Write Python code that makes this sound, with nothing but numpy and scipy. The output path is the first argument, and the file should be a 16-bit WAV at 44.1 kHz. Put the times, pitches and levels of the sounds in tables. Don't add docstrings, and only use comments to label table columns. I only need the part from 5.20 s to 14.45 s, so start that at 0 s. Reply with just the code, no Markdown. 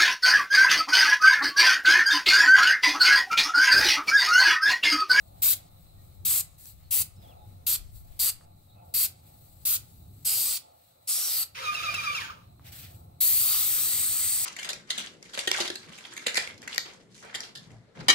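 import sys
import numpy as np
from scipy import signal
from scipy.fft import rfft, irfft, next_fast_len
from scipy.io import wavfile
from scipy.ndimage import uniform_filter1d

SR = 44100
rng = np.random.default_rng(int(sys.argv[2]) if len(sys.argv) > 2 else 0)


def store_wav(level_fs):
    pcm = np.round(np.clip(np.atleast_2d(level_fs), -1, 1) * 32767)
    wavfile.write(sys.argv[1], SR, pcm.T.astype(np.int16))


def gain_from_decibels(decibels):
    exponent = np.asarray(decibels, float) / 20
    return 10 ** exponent


N = 407925

# [time_s, level_db]
RUMBLE = [(0.0, -66), (0.05, -57), (0.98, -57), (1.03, -50), (1.29, -59), (1.75, -59), (1.83, -45.5),
          (1.93, -62), (1.98, -49.5), (2.16, -57), (2.26, -53.5), (3.06, -58.5), (4.53, -55.5),
          (4.97, -50.5), (5.49, -71.5), (5.98, -70.5), (6.7, -52.5), (7.2, -56), (7.8, -51.5), (8.2, -56.5),
          (9.25, -56)]
# [freq_hz, density_db]
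RUMBLE_COLOUR = [(12, -45), (30, -20.5), (55, -9), (80, -1), (97, 3.5), (118, -3.5), (140, -6.5), (172, -7),
                 (200, -16), (300, -20), (430, -28), (520, -52)]
# [time_s, level_db]
GUSTS = [
    (0, -59),
    (1.7, -54),
    (2.6, -57),
    (3.2, -66),
    (4.1, -73.5),
    (4.7, -55),
    (5.4, -81),
    (6.6, -78.5),
    (9.25, -70),
]
# [freq_hz, density_db]
WIND_COLOUR = [(15, -2.5), (35, 4.0), (60, 2.0), (110, -7.5), (200, -42.5)]
# [peak_s, fade_s, level_db]
SWELLS = [(.2, 0.35, -63), (.8, 0.34, -69.5), (2.1, 0.19, -60.5), (2.35, 0.24, -69), (2.85, 0.35, -70),
          (3.24, 0.081, -65), (3.63, 0.15, -62), (4.1, 0.56, -71), (4.85, 0.066, -70), (5.48, 0.13, -63),
          (5.8, 0.14, -70), (7.48, 0.11, -64), (7.75, 0.25, -64)]
# [freq_hz, density_db]
HUM_COLOUR = [(130, -46.5), (230, -15), (437, -16.5), (530, -7), (640, -7.5), (710, 0), (780, -6.5),
              (860, -0.5), (950, -15), (1110, -17), (1400, -21.5), (1900, -59)]
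# [pitch_hz, level_db]
HUM_TONES = [
    (527.6, -80),
    (710.6, -80),
    (855.9, -82),
]
# [freq_hz, density_db]
INSECT_COLOUR = [(600, -30), (1000, -11), (1250, -2.5), (1630, -22.5), (2300, -13.5), (3200, -23),
                 (3600, -6.5), (4100, -0.5), (4600, -20.5), (5500, -26.5), (7000, -48)]
# [peak_s, fade_s, rustle_db, scuff_db]
MOVES = [(0.02, 0.14, -65, -88), (0.2, 0.12, -62.5, -74), (.6, 0.2, -64.5, -76), (0.85, 0.17, -65, -78),
         (1.47, 0.057, -49.5, -72), (2.05, 0.094, -65, -67.5), (2.29, 0.066, -66, -76),
         (2.76, 0.065, -54, -81), (2.95, 0.2, -61.5, -72.5), (3.43, 0.14, -69.5, -86),
         (3.68, 0.086, -65, -81), (4.07, 0.081, -61, -70.5), (4.25, 0.32, -61, -81),
         (4.44, 0.089, -62, -78), (4.7, 0.27, -61.5, -94), (5.02, 0.16, -61, -78), (5.62, 0.16, -66, -74.5),
         (5.85, 0.063, -66, -78), (7.59, 0.092, -47.5, -54.5), (7.65, 0.046, -60, -54),
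         (7.43, .04, -76, -71), (7.472, 0.04, -53.5, -53.5), (1.42, .04, -55, -75),
         (7.72, 0.061, -58, -65.5), (1.62, 0.14, -71, -76), (7.76, 0.092, -61.5, -82)]
# [peak_s, fade_s, rustle_db, scuff_db]
JERKS = [
    (1.387, 0.15, -55.5, -77),
    (7.522, 0.067, -51, -54),
]
# [freq_hz, density_db]
RUSTLE_COLOUR = [(2940, -21.5), (4400, -5.5), (5430, -15.5), (5890, -13.5), (6920, -11), (8000, -1.5),
                 (9430, -10), (13500, 0), (15100, -10.5), (15900, 3.5)]
SCUFF_COLOUR = [(700, -43), (1200, -9.5), (2100, -.5), (3500, -1), (5400, -6), (6200, -7), (7800, -20)]

# [open_s, shut_s, left_lag_samples, jet_db]
TRIGGER = [
    (0.219, 0.344, 1.63, -33),
    (1.049, 1.215, -1, -31.5),
    (1.707, 1.828, -1, -29.5),
    (2.465, 2.565, 0.5, -36),
    (2.991, 3.107, 0.5, -27.5),
    (3.738, 3.867, 0.85, -35.5),
    (4.451, 4.57, 2.5, -35.5),
    (5.047, 5.38, 0.5, -37),
    (5.872, 6.241, -1.4, -37),
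    (8.004, 9.4, -1.8, -33),
]
NEEDLE_LIFT = [.005, .005, .005, .002, .005, .005, .003, .007, .013, .004]
# [freq_hz, density_db]
JET_COLOUR = [(150, -38.5), (260, -25.5), (420, -26.5), (600, -22), (1100, -13.5), (1400, -11.5),
              (2100, -15), (3200, -13.5), (4500, -6), (5600, -12), (6750, -4.5), (7500, 0.5), (8250, 4),
              (9100, 0), (10200, -0.5), (11800, 3), (13500, 3), (15700, -3.5)]
# [freq_hz, likeness]
JET_ALIKE = [(500, 1), (2400, 0.91), (5000, 0.69), (8000, 0.59), (12000, 0.63), (15000, 0.26)]
# [time_s, turned_db, near_db, gap_hz, ring_db]
WAND = [(0.28, 10, 6.5, 4600, -4), (1.13, 4, 1.2, 4800, 0), (1.76, 6, 0.3, 5050, 0),
        (2.51, 7, 4, 4420, 0.5), (3.05, 1.5, 1.5, 4670, 7.5), (3.8, 10, 3, 4750, 3),
        (4.51, 9.5, 4, 4500, -2.5), (5.1, 3, -0.5, 5040, 10.5), (5.35, 10, 0, 4730, 2.5),
        (5.9, 4, 0, 5300, 10), (6.05, -1, -4.5, 5720, 15.5), (6.13, 2.5, 0, 5100, 8),
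        (6.19, 5, -.5, 4630, 7.5), (6.24, 3.5, -2, 4500, 9), (8.02, 9, 2.5, 4140, 3),
        (8.12, 9.5, 2, 4930, 0), (8.18, 9, 1.5, 4450, 4), (8.26, 8.5, 2.5, 5100, 1),
        (8.34, 8, 7.5, 4450, 1.5), (8.5, 7.5, 2.5, 4500, -2.5), (8.8, 0.5, -1, 4400, 0),
        (9.25, 3, -2, 4370, 0)]
# [time_s, left_right_db, core_db, tip_hz, tip_db]
AIM = [(0.28, -0.5, 0.5, 12500, 2.5), (1.13, -0.5, 0.5, 12500, 3.5), (1.76, -.6, -3, 12500, -3.5),
       (2.51, -1.3, 1, 12600, 6.5), (3.05, -0.7, -4.5, 12500, -1), (3.8, -1, 0, 12500, 1.5),
       (4.51, -1.5, 1.5, 12500, 1.5), (5.08, -1.5, 5, 12200, 10.5), (5.22, 0, 2.5, 11800, 5.5),
       (5.35, -2, -1.5, 12600, -16), (5.9, -0.5, 5.5, 10800, 7.5), (6.0, -0.5, 1.5, 11900, 6),
       (6.1, -1, -2, 11700, 8), (6.22, -0.5, -2, 12500, 6.5), (8.03, -1, 0.5, 12700, 2.5),
       (8.4, -0.8, -2, 12500, -2.5), (8.8, 0, -1.5, 12700, 2.5), (9.25, -0.3, 0.4, 12900, -7.5)]
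# [time_s, pitch_hz, level_db]
CORE = [(0.25, 8000, 2.5), (1.1, 8200, 0.5), (5.06, 8000, 0.5), (5.2, 8200, 0), (5.31, 7700, 6),
        (5.37, 7980, -1.5), (8.0, 7600, 5.5), (8.12, 8000, 0), (8.25, 8250, 2), (8.55, 8250, 3.5),
        (8.85, 8300, 8), (9.0, 8500, 4.5), (9.13, 8500, 7), (9.25, 8000, 2)]
# [time_s, ring_hz]
FLOOR_BOUNCE = [
    (8.0, 1990),
    (8.35, 1150),
    (8.45, 1150),
    (8.6, 1780),
    (9.25, 1950),
]
# [centre_hz, width_hz, level_db]
BOARDS = [(983, 70, -10.5), (1270, 140, 0), (1666, 100, -7)]

# [start_s, length_s, from_hz, to_hz, level_db]
BIRDS = [
    (1.955, .032, 5120, 5380, -77),
    (1.985, .07, 5350, 4680, -76),
    (2.02, .016, 3950, 3520, -73),
    (2.032, .038, 3560, 3150, -69),
    (2.074, .04, 3560, 3190, -66),
    (2.11, .024, 3150, 2400, -68),
    (2.2, 0.058, 844, 834, -65),
    (3.615, 0.045, 910, 840, -64),
    (0.769, 0.063, 1890, 1876, -80),
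]
# [start_s, length_s, from_hz, to_hz, level_db]
FAR_BIRDS = [
    (4.79, .08, 4050, 3800, -79),
    (1.62, .07, 4280, 4260, -73),
    (3.48, .08, 3750, 4050, -72),
    (3.55, .08, 2560, 2560, -77),
    (2.17, .1, 3750, 3700, -77),
]
# [start_s, peak_db, pitch_hz]
TAPS = [
    (1.457, -41, 5900),
    (3.211, -50, 1400),
    (7.396, -48, 1160),
    (7.02, -28, 2830),
    (7.52, -59.5, 4300),
]
# [start_s, peak_db]
SNAPS = [
    (1.3855, -39.5),
    (1.439, -37),
    (1.4445, -44),
    (1.456, -30.5),
    (1.472, -34),
    (1.489, -35),
    (1.6656, -54.5),
    (7.62, -47.5),
    (7.765, -50),
    (7.795, -54),
]

# [time_s, level_db]
MOTOR = [
    (6.33, -27),
    (6.355, -4.5),
    (6.45, -0.5),
    (6.7, -1.3),
    (6.98, -0.8),
    (7.03, -2.5),
    (7.125, -14),
    (7.17, -29),
    (7.32, -48.5),
]
# (start_s, from_hz, to_hz, settle_s, whine_db)
SPIN_UP = (6.345, 740, 1340, .055, -3)
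RUN_DOWN = (6.982, 1180, 700, .042, 1)
# [start_s, loaded_whine_hz, effort_db, valve_knock_db]
STROKES = [
    (6.428, 1207, -1.5, -44),
    (6.543, 1204, 0, -27),
    (6.635, 1200, .5, -40),
    (6.742, 1192, .5, -23),
    (6.836, 1165, 1, -34),
    (6.948, 1165, 0, -32),
]
# [pitch_multiple, level_db]
GEARS = [
    (3, -9),
    (4, -10.5),
    (5, -16),
    (5.5, -24),
]
# [peak_s, fade_s, level_db]
LOW_SURGES = [(6.44, 0.018, -36.5), (6.475, 0.018, -32), (6.497, 0.023, -25), (6.52, 0.021, -33),
              (6.575, .03, -42), (6.61, 0.012, -32), (6.645, 0.018, -33), (6.67, .01, -30),
              (6.692, 0.011, -26), (6.74, 0.014, -36), (6.785, 0.016, -34.5), (6.82, .025, -36.5),
              (6.85, .015, -32.5), (6.885, 0.019, -26.5), (6.915, .025, -33), (6.96, 0.024, -40),
              (7.0, 0.028, -39.5)]
HIGH_SURGES = [(6.39, 0.016, -40), (6.415, .008, -40.5), (6.44, .012, -44), (6.462, .01, -34.5),
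               (6.478, 0.0091, -29.5), (6.497, 0.0086, -31), (6.52, .015, -45), (6.554, 0.0065, -25.5),
               (6.58, .008, -30), (6.595, .01, -36.5), (6.64, .012, -31.5), (6.665, .012, -35),
               (6.687, 0.0086, -27), (6.705, .01, -36), (6.72, .01, -36), (6.753, 0.0096, -26),
               (6.79, 0.012, -29), (6.808, .01, -36), (6.84, .006, -34), (6.874, 0.013, -28.5),
               (6.89, .007, -35), (6.905, 0.011, -27), (6.93, 0.013, -37.5), (6.955, 0.0085, -27),
               (6.981, 0.012, -28.5), (7.02, 0.011, -36.5), (7.045, 0.014, -37)]
# [centre_hz, width_hz, level_db]
CASING = [(1195, 70, 6.5), (2380, 90, 8), (2770, 70, 8), (3720, 160, 3.5), (5150, 220, 5), (6150, 200, 2)]
# [peak_s, fade_s, level_db]
LID = [
    (6.39, .04, -44),
    (6.58, .02, -52),
    (7.01, .04, -47),
]
# [peak_s, fade_s, level_db]
PANEL = [
    (7.095, 0.025, -41),
    (7.125, .018, -50),
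]
# [freq_hz, density_db]
HOUSING_COLOUR = [(120, -49), (200, -13.5), (280, -22.5), (431, -17.5), (626, -14.5), (860, -22),
                  (930, -22), (975, -13), (1030, -43), (1200, -2.5), (1500, -33)]
BRUSH_COLOUR = [(800, -30.5), (1050, -6), (1600, -1.5), (2000, -6.5), (2400, 2), (2780, 0), (3100, -2.5),
                (4400, -7.5), (5100, -6.5), (5550, -8), (6100, -12.5), (6450, -13), (6720, -6), (6900, -10),
                (7000, -19), (10500, -14), (15900, -26.5)]

# [freq_hz, t60_s]
OVERHANG = [(500, 0.53), (4000, 0.21), (15000, 0.15)]
# [freq_hz, left_right_db]
PORTS = [(25, 1), (70, -2), (150, 3), (400, -1), (1300, 0.8), (2400, -2.5), (4400, -3), (8000, 1.7),
         (11000, -1.5), (15000, 12.5)]


def unit(x):
    return x / np.sqrt(np.mean(x ** 2) + 1e-20)


def along(points, hz):
    f, v = np.transpose(points)
    return np.interp(np.log(hz + 1), np.log(f + 1), v)


def curves(rows, t):
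    s, *cols = np.transpose(rows)
    return [np.interp(t, s, c) for c in cols]


def bell(hz, centre, width, order=2):
    return 1 / (1 + ((hz - centre) / width) ** order)


def humps(rows, hz):
    return sum(db * bell(hz, centre, width) for centre, width, db in rows)


def bumps(rows, now, rise=0.58):
    total = 0
    for s, fade, *dbs in rows:
        u = (now - s) / np.where(now < s, rise * fade, fade)
        total = total + np.outer(gain_from_decibels(2 * np.array(dbs)), np.exp(-2 * u ** 2))
    return np.sqrt(total)


def wobble(rate, size=N):
    place = np.arange(size) * rate / SR
    knots = rng.standard_normal(int(size * rate / SR) + 4)
    k = place.astype(int)
    blend = .5 - .5 * np.cos(np.pi * (place - k))
    return knots[k] + (knots[k + 1] - knots[k]) * blend


def mottle(shape, bins, frames):
    field = uniform_filter1d(rng.standard_normal(shape), size=bins, axis=0)
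    return unit(uniform_filter1d(field, size=frames, axis=1))


def filtered(x, response):
    m = next_fast_len(x.shape[-1] + 4096)
    return irfft(rfft(x, m) * response(np.fft.rfftfreq(m, 1 / SR)), m)[..., :x.shape[-1]]


def lagged(mono, lag):
    side = np.array([[1], [-1]])
    return filtered(np.tile(mono, (2, 1)), lambda hz: np.exp(-1j * np.pi * hz * lag / SR * side))


def at_ports(a, b, alike, late):
    turn = np.arccos(np.clip(alike, -1, 1)) / 2
    left = (np.cos(turn) * a + np.sin(turn) * b) * late
    right = (np.cos(turn) * a - np.sin(turn) * b) / late
    return np.array([left, right])


def rush(colour, alike, lag, patchy_db, size=N, order=10):
    hz, t, (a, b) = signal.stft(rng.standard_normal((2, size)), SR, nperseg=2 ** order)
    gain = gain_from_decibels(along(colour, hz)[:, None] + patchy_db * mottle(a.shape, 10, 5))
    late = np.exp(-1j * np.pi * hz * lag / SR)[:, None]
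    pair = gain * at_ports(a, b, alike, late)
    return unit(signal.istft(pair, nperseg=2 ** order)[1][:, :size])


def rumble():
    level_db, = curves(RUMBLE, np.arange(N) / SR)
    level = gain_from_decibels(level_db + 1.47 + 0.54 * wobble(6.4))
    return level * rush(RUMBLE_COLOUR, 0.97, -5.0, patchy_db=-0.5, order=13)


def wind():
    level_db, = curves(GUSTS, np.arange(N) / SR)
    level = gain_from_decibels(level_db + 4.4 * wobble(2.1)) * gain_from_decibels([[4.5], [-3.5]])
    return level * rush(WIND_COLOUR, 0.045, 0.11, patchy_db=4.5, order=13)


def far_machine():
    now = np.arange(N) / SR
    coarse = now[::64]
    swell = np.interp(now, coarse, bumps(SWELLS, coarse)[0])
    hum = gain_from_decibels(4.5) * np.hypot(swell, gain_from_decibels(-72)) * rush(HUM_COLOUR, 0.85, 24, patchy_db=1.8, order=12)
    tones = sum(gain_from_decibels(db + 3 * wobble(3)) * np.sin(2 * np.pi * hz * now + 0.6 * wobble(15))
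                for hz, db in HUM_TONES)
    return hum + np.array([np.roll(tones, 26), tones])


def insects():
    return gain_from_decibels(9.0 + 1.4 * wobble(1.4)) * gain_from_decibels(-83) * rush(INSECT_COLOUR, .3, 3.9, patchy_db=2)


def clothes_and_hose():
    now = np.arange(N) / SR
    coarse = now[::64]
    motion = np.hypot(bumps(MOVES, coarse), bumps(JERKS, coarse, rise=0.05))
    moving, scuffing = (np.interp(now, coarse, c) for c in motion)
    slips = gain_from_decibels(1.44 * wobble(100))
    scuff = gain_from_decibels(0.6) * np.hypot(scuffing * slips, gain_from_decibels(-81.5))
    rustle = gain_from_decibels(6.5) * np.hypot(moving * slips, gain_from_decibels(-71))
    return (scuff * rush(SCUFF_COLOUR, 0.35, -2.4, patchy_db=1.5)
            + rustle * rush(RUSTLE_COLOUR, 0.21, -1.3, patchy_db=1.5))


def spray_bands(hz, t, jet_db, shut_s, since):
    turned_db, near_db, _, _ = curves(WAND, t)
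    mist_db = jet_db + turned_db - 17 * np.exp(np.clip(t - shut_s, None, 0) / 0.0077)
    spit_db = 2 * np.exp(-since / 0.013)
    build_db = 5.5 * np.exp(-since / 0.029)
    thud_db = -58 - 0.11 * turned_db
    hollow_db = -58 - 8.0 + 4 - 8.0 * ((t - 8.75) / 0.34) ** 2
    boom_db = -52 + near_db - 0.73 * turned_db - build_db
    splash_db = -38.5 + 0.64 * near_db + spit_db
    deep, low, mid, high = (bell(hz, 0, edge_hz, 10) for edge_hz in (1000, 2300, 6000, 10000))
    parts = [(deep, thud_db), (bell(hz, 0, 380, 6), hollow_db), (low - deep, boom_db),
             (mid - low, splash_db), (high - mid, jet_db - 0.22 * near_db), (1 - high, mist_db)]
    colour = gain_from_decibels(2 * along(JET_COLOUR, hz))
    power = 0
    for band, db in parts:
        share = colour * np.abs(band)
        power = power + np.outer(share / np.mean(share), gain_from_decibels(2 * db))
    return power ** .5


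def spray_rings_db(hz, t):
    _, _, gap_hz, ring_db = curves(WAND, t)
    _, core_db, tip_hz, tip_db = curves(AIM, t)
    sing_hz, sing_db = curves(CORE, t)
    bounce_hz, = curves(FLOOR_BOUNCE, t)
    return (tip_db * bell(hz, tip_hz, 900) + core_db * bell(hz, 8400, 1800, 4)
            + ring_db * bell(hz, gap_hz, 280) + sing_db * bell(hz, sing_hz, 350)
            + 3.5 * (t > FLOOR_BOUNCE[0][0]) * bell(hz, bounce_hz, 300) + humps(BOARDS, hz))


def needle_lift(now):
    lift = 0
    for (on, off, _, _), lift_s in zip(TRIGGER, NEEDLE_LIFT):
        opening = 1 - np.exp(-np.clip(now - on, 0, None) / lift_s)
        lift = lift + opening * np.exp(-np.clip(now - off + 0.0046, 0, None) / 0.0047)
    return lift


def spray():
    sputter = gain_from_decibels(0.45 * wobble(900) + 0.46 * wobble(250) + 0.24 * wobble(25))
    hz, t, (a, b) = signal.stft(sputter * rng.standard_normal((2, N)), SR, nperseg=512)
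    column = hz[:, None]
    opens, shuts, lags, jets_db = np.transpose(TRIGGER)
    pull = np.clip(np.searchsorted(opens, t + .1) - 1, 0, None)
    since = np.clip(t - opens[pull], 0, None)
    gain = spray_bands(hz, t, jets_db[pull], shuts[pull], since) * gain_from_decibels(spray_rings_db(column, t))
    gain *= gain_from_decibels(1.2 * mottle(gain.shape, 6, 20))
    gain *= gain_from_decibels(2.2 * mottle(gain.shape, 3, 4) * bell(column, 0, 4500, 4))
    late = np.exp(-1j * np.pi * np.outer(hz, lags[pull]) / SR)
    pair = gain * at_ports(a, b, along(JET_ALIKE, hz)[:, None], late)
    pan_db = curves(AIM, t)[0]
    pair *= gain_from_decibels(np.array([pan_db, -pan_db]) / 2)[:, None]
    hiss = signal.istft(pair, SR, nperseg=512)[1][:, :N]
    near = gain_from_decibels(1.5) * hiss * needle_lift(np.arange(N) / SR)
    echo = np.pad(uniform_filter1d(near[::-1], size=3), ((0, 0), (round(.147 * SR), 0)))[:, :N]
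    return near + gain_from_decibels(-34.5) * echo


def birds():
    out = np.zeros(N + SR)
    notes = [(b, .1) for b in BIRDS] + [(b, 2) for b in FAR_BIRDS]
    for (s, length, from_hz, to_hz, db), blur in notes:
        n = int(length * SR)
        u = np.arange(n) / n
        phase = 2 * np.pi * np.cumsum(from_hz + (to_hz - from_hz) * u) / SR
        level = gain_from_decibels(db + 5.0 + 1.5 * wobble(90, size=n)) * np.sin(np.pi * u) ** 0.55
        out[round(s * SR):][:n] += level * np.sin(blur * wobble(260, size=n) + phase)
    return np.array([out[:N], out[:N]])


def taps_and_snaps():
    out = np.zeros(N + SR)
    t = np.arange(2000) / SR
    for s, db, hz in TAPS:
        ring = np.sin(2 * np.pi * hz * t) + 0.07 * rng.standard_normal(len(t))
        out[round(s * SR):][:len(t)] += gain_from_decibels(db + 5.5 - 60 * t / 0.0042) * ring
    for s, db in SNAPS:
        noise = np.diff(rng.standard_normal(len(t) + 1))
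        out[round(s * SR) - 20:][:len(t)] += gain_from_decibels(db - 12 - 60 * t / 0.013) * noise
    return np.array([out[:N], out[:N]])


def gear_whine(now, power_db):
    n = len(now)
    free_hz = (1350, 1392)
    first_knock_db = STROKES[0][3]
    work = [(s, free_hz[i % 2], hz, .025, db, knock) for i, (s, hz, db, knock) in enumerate(STROKES)]
    phases = [(*SPIN_UP, first_knock_db), *work, (*RUN_DOWN, first_knock_db)]
    start, from_hz, to_hz, settle, effort_db, knock_db = np.transpose(phases)
    k = np.clip(np.searchsorted(start, now) - 1, 0, None)
    since = np.clip(now - start[k], 0, None)
    starting, coasting = k == 0, k == len(start) - 1

    idle = np.exp(-(since / settle[k]) ** 1.41)
    pitch = to_hz[k] + (from_hz[k] - to_hz[k]) * idle
    blur = .006 + .012 * (starting | coasting)
    phase = 2 * np.pi * np.cumsum(pitch * (1 + blur * wobble(160, size=n))) / SR
    shake = .45
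    first = bumps(LOW_SURGES, now, rise=0.87)[0] * np.sin(phase + .5 * wobble(120, size=n))
    second = bumps(HIGH_SURGES, now, rise=1)[0] * np.sin(2 * phase + shake * wobble(150, size=n))
    upper = 0
    for m, db in GEARS:
        level = gain_from_decibels(db + humps(CASING, m * pitch) + 3.5 * wobble(89.6, size=n))
        upper = upper + level * np.sin(m * phase + 0.65 * shake * m * wobble(250, size=n))
    slack_db = 9 * np.clip(since / .11, 0, 1.2) ** 3
    upper_db = effort_db[k] - 3 - 1.1 * slack_db - 9 * idle * starting - 6 * coasting
    upper *= gain_from_decibels(uniform_filter1d(upper_db, size=400)) * gain_from_decibels(power_db - 39 + 7.5)

    knock_noise = filtered(rng.standard_normal((2, n)), lambda hz: hz / (hz + 900) / (1 + (hz / 7000) ** 2))
    knocks = gain_from_decibels(knock_db[k] - 60 * since / 0.052) * knock_noise
    lid = bumps(LID, now)[0] * gain_from_decibels(-1 + 3 * wobble(60, size=n))
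    lid *= np.sin(2 * np.pi * 975 * now + 1.3 * wobble(60, size=n))
    panel = bumps(PANEL, now)[0] * gain_from_decibels(4 * wobble(90.6, size=n))
    panel *= np.sin(2 * np.pi * 1254 * now + 3.0 * wobble(200, size=n))
    return lagged(upper + second + lid, -20) + knocks + lagged(first + panel, -25.5)


def pump():
    begin, n = round(6.3 * SR), round(1.1 * SR)
    now = (begin + np.arange(n)) / SR
    power_db, = curves(MOTOR, now)
    whine = gear_whine(now, power_db)
    shaking = 1 - np.exp(-np.clip(now - SPIN_UP[0], 0, None) / 0.091)
    housing = shaking * gain_from_decibels(0.58 * power_db - 56 + 10.0)
    housing = housing * rush(HOUSING_COLOUR, 0.95, -21.5, patchy_db=5.0, size=n, order=11)
    brushes = gain_from_decibels(0.8 * power_db - 43 + 4.5 + 1.8 * wobble(60.4, size=n))
    brushes = brushes * rush(BRUSH_COLOUR, 0.2, -18.5, patchy_db=1.2, size=n)
    fizz = filtered(brushes, lambda hz: hz > 7000)
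    brushes = brushes + fizz * (gain_from_decibels(0.98 * np.minimum(power_db, 0)) - 1)
    running = np.clip((now - 6.345) / 0.0069, 0, 1) * np.clip((7.38 - now) / 0.13, 0, 1)
    return np.pad((whine + housing + brushes) * running, ((0, 0), (begin, N - begin - n)))


def under_overhang(x):
    hz, t, z = signal.stft(rng.standard_normal((2, SR // 3)), SR, nperseg=256)
    tail = signal.istft(z * gain_from_decibels(-60 * t / along(OVERHANG, hz)[:, None]), SR, nperseg=256)[1]
    return signal.oaconvolve(x, tail / np.linalg.norm(tail[0]), axes=1)[:, :N]


def scene():
    yard = rumble() + wind() + far_machine() + insects() + clothes_and_hose()
    gun = spray()
    small = birds() + taps_and_snaps()
    motor = pump()
    answer = under_overhang(gain_from_decibels(-9.0) * gun + gain_from_decibels(-9.0) * motor + gain_from_decibels(-6.0) * small)
    return yard + gun + small + motor + answer


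def roll_off(x):
    return signal.sosfilt(signal.butter(12, 17010, fs=SR, output="sos"), x)


def record(dry):
    def port_response(hz):
        colour_db = np.outer([.5, -.5], along(PORTS, hz))
        return gain_from_decibels(colour_db - np.clip(hz - 15720, 0, None) / 3)
    return roll_off(filtered(dry, port_response))


dry = scene()
out = record(dry)
store_wav(out)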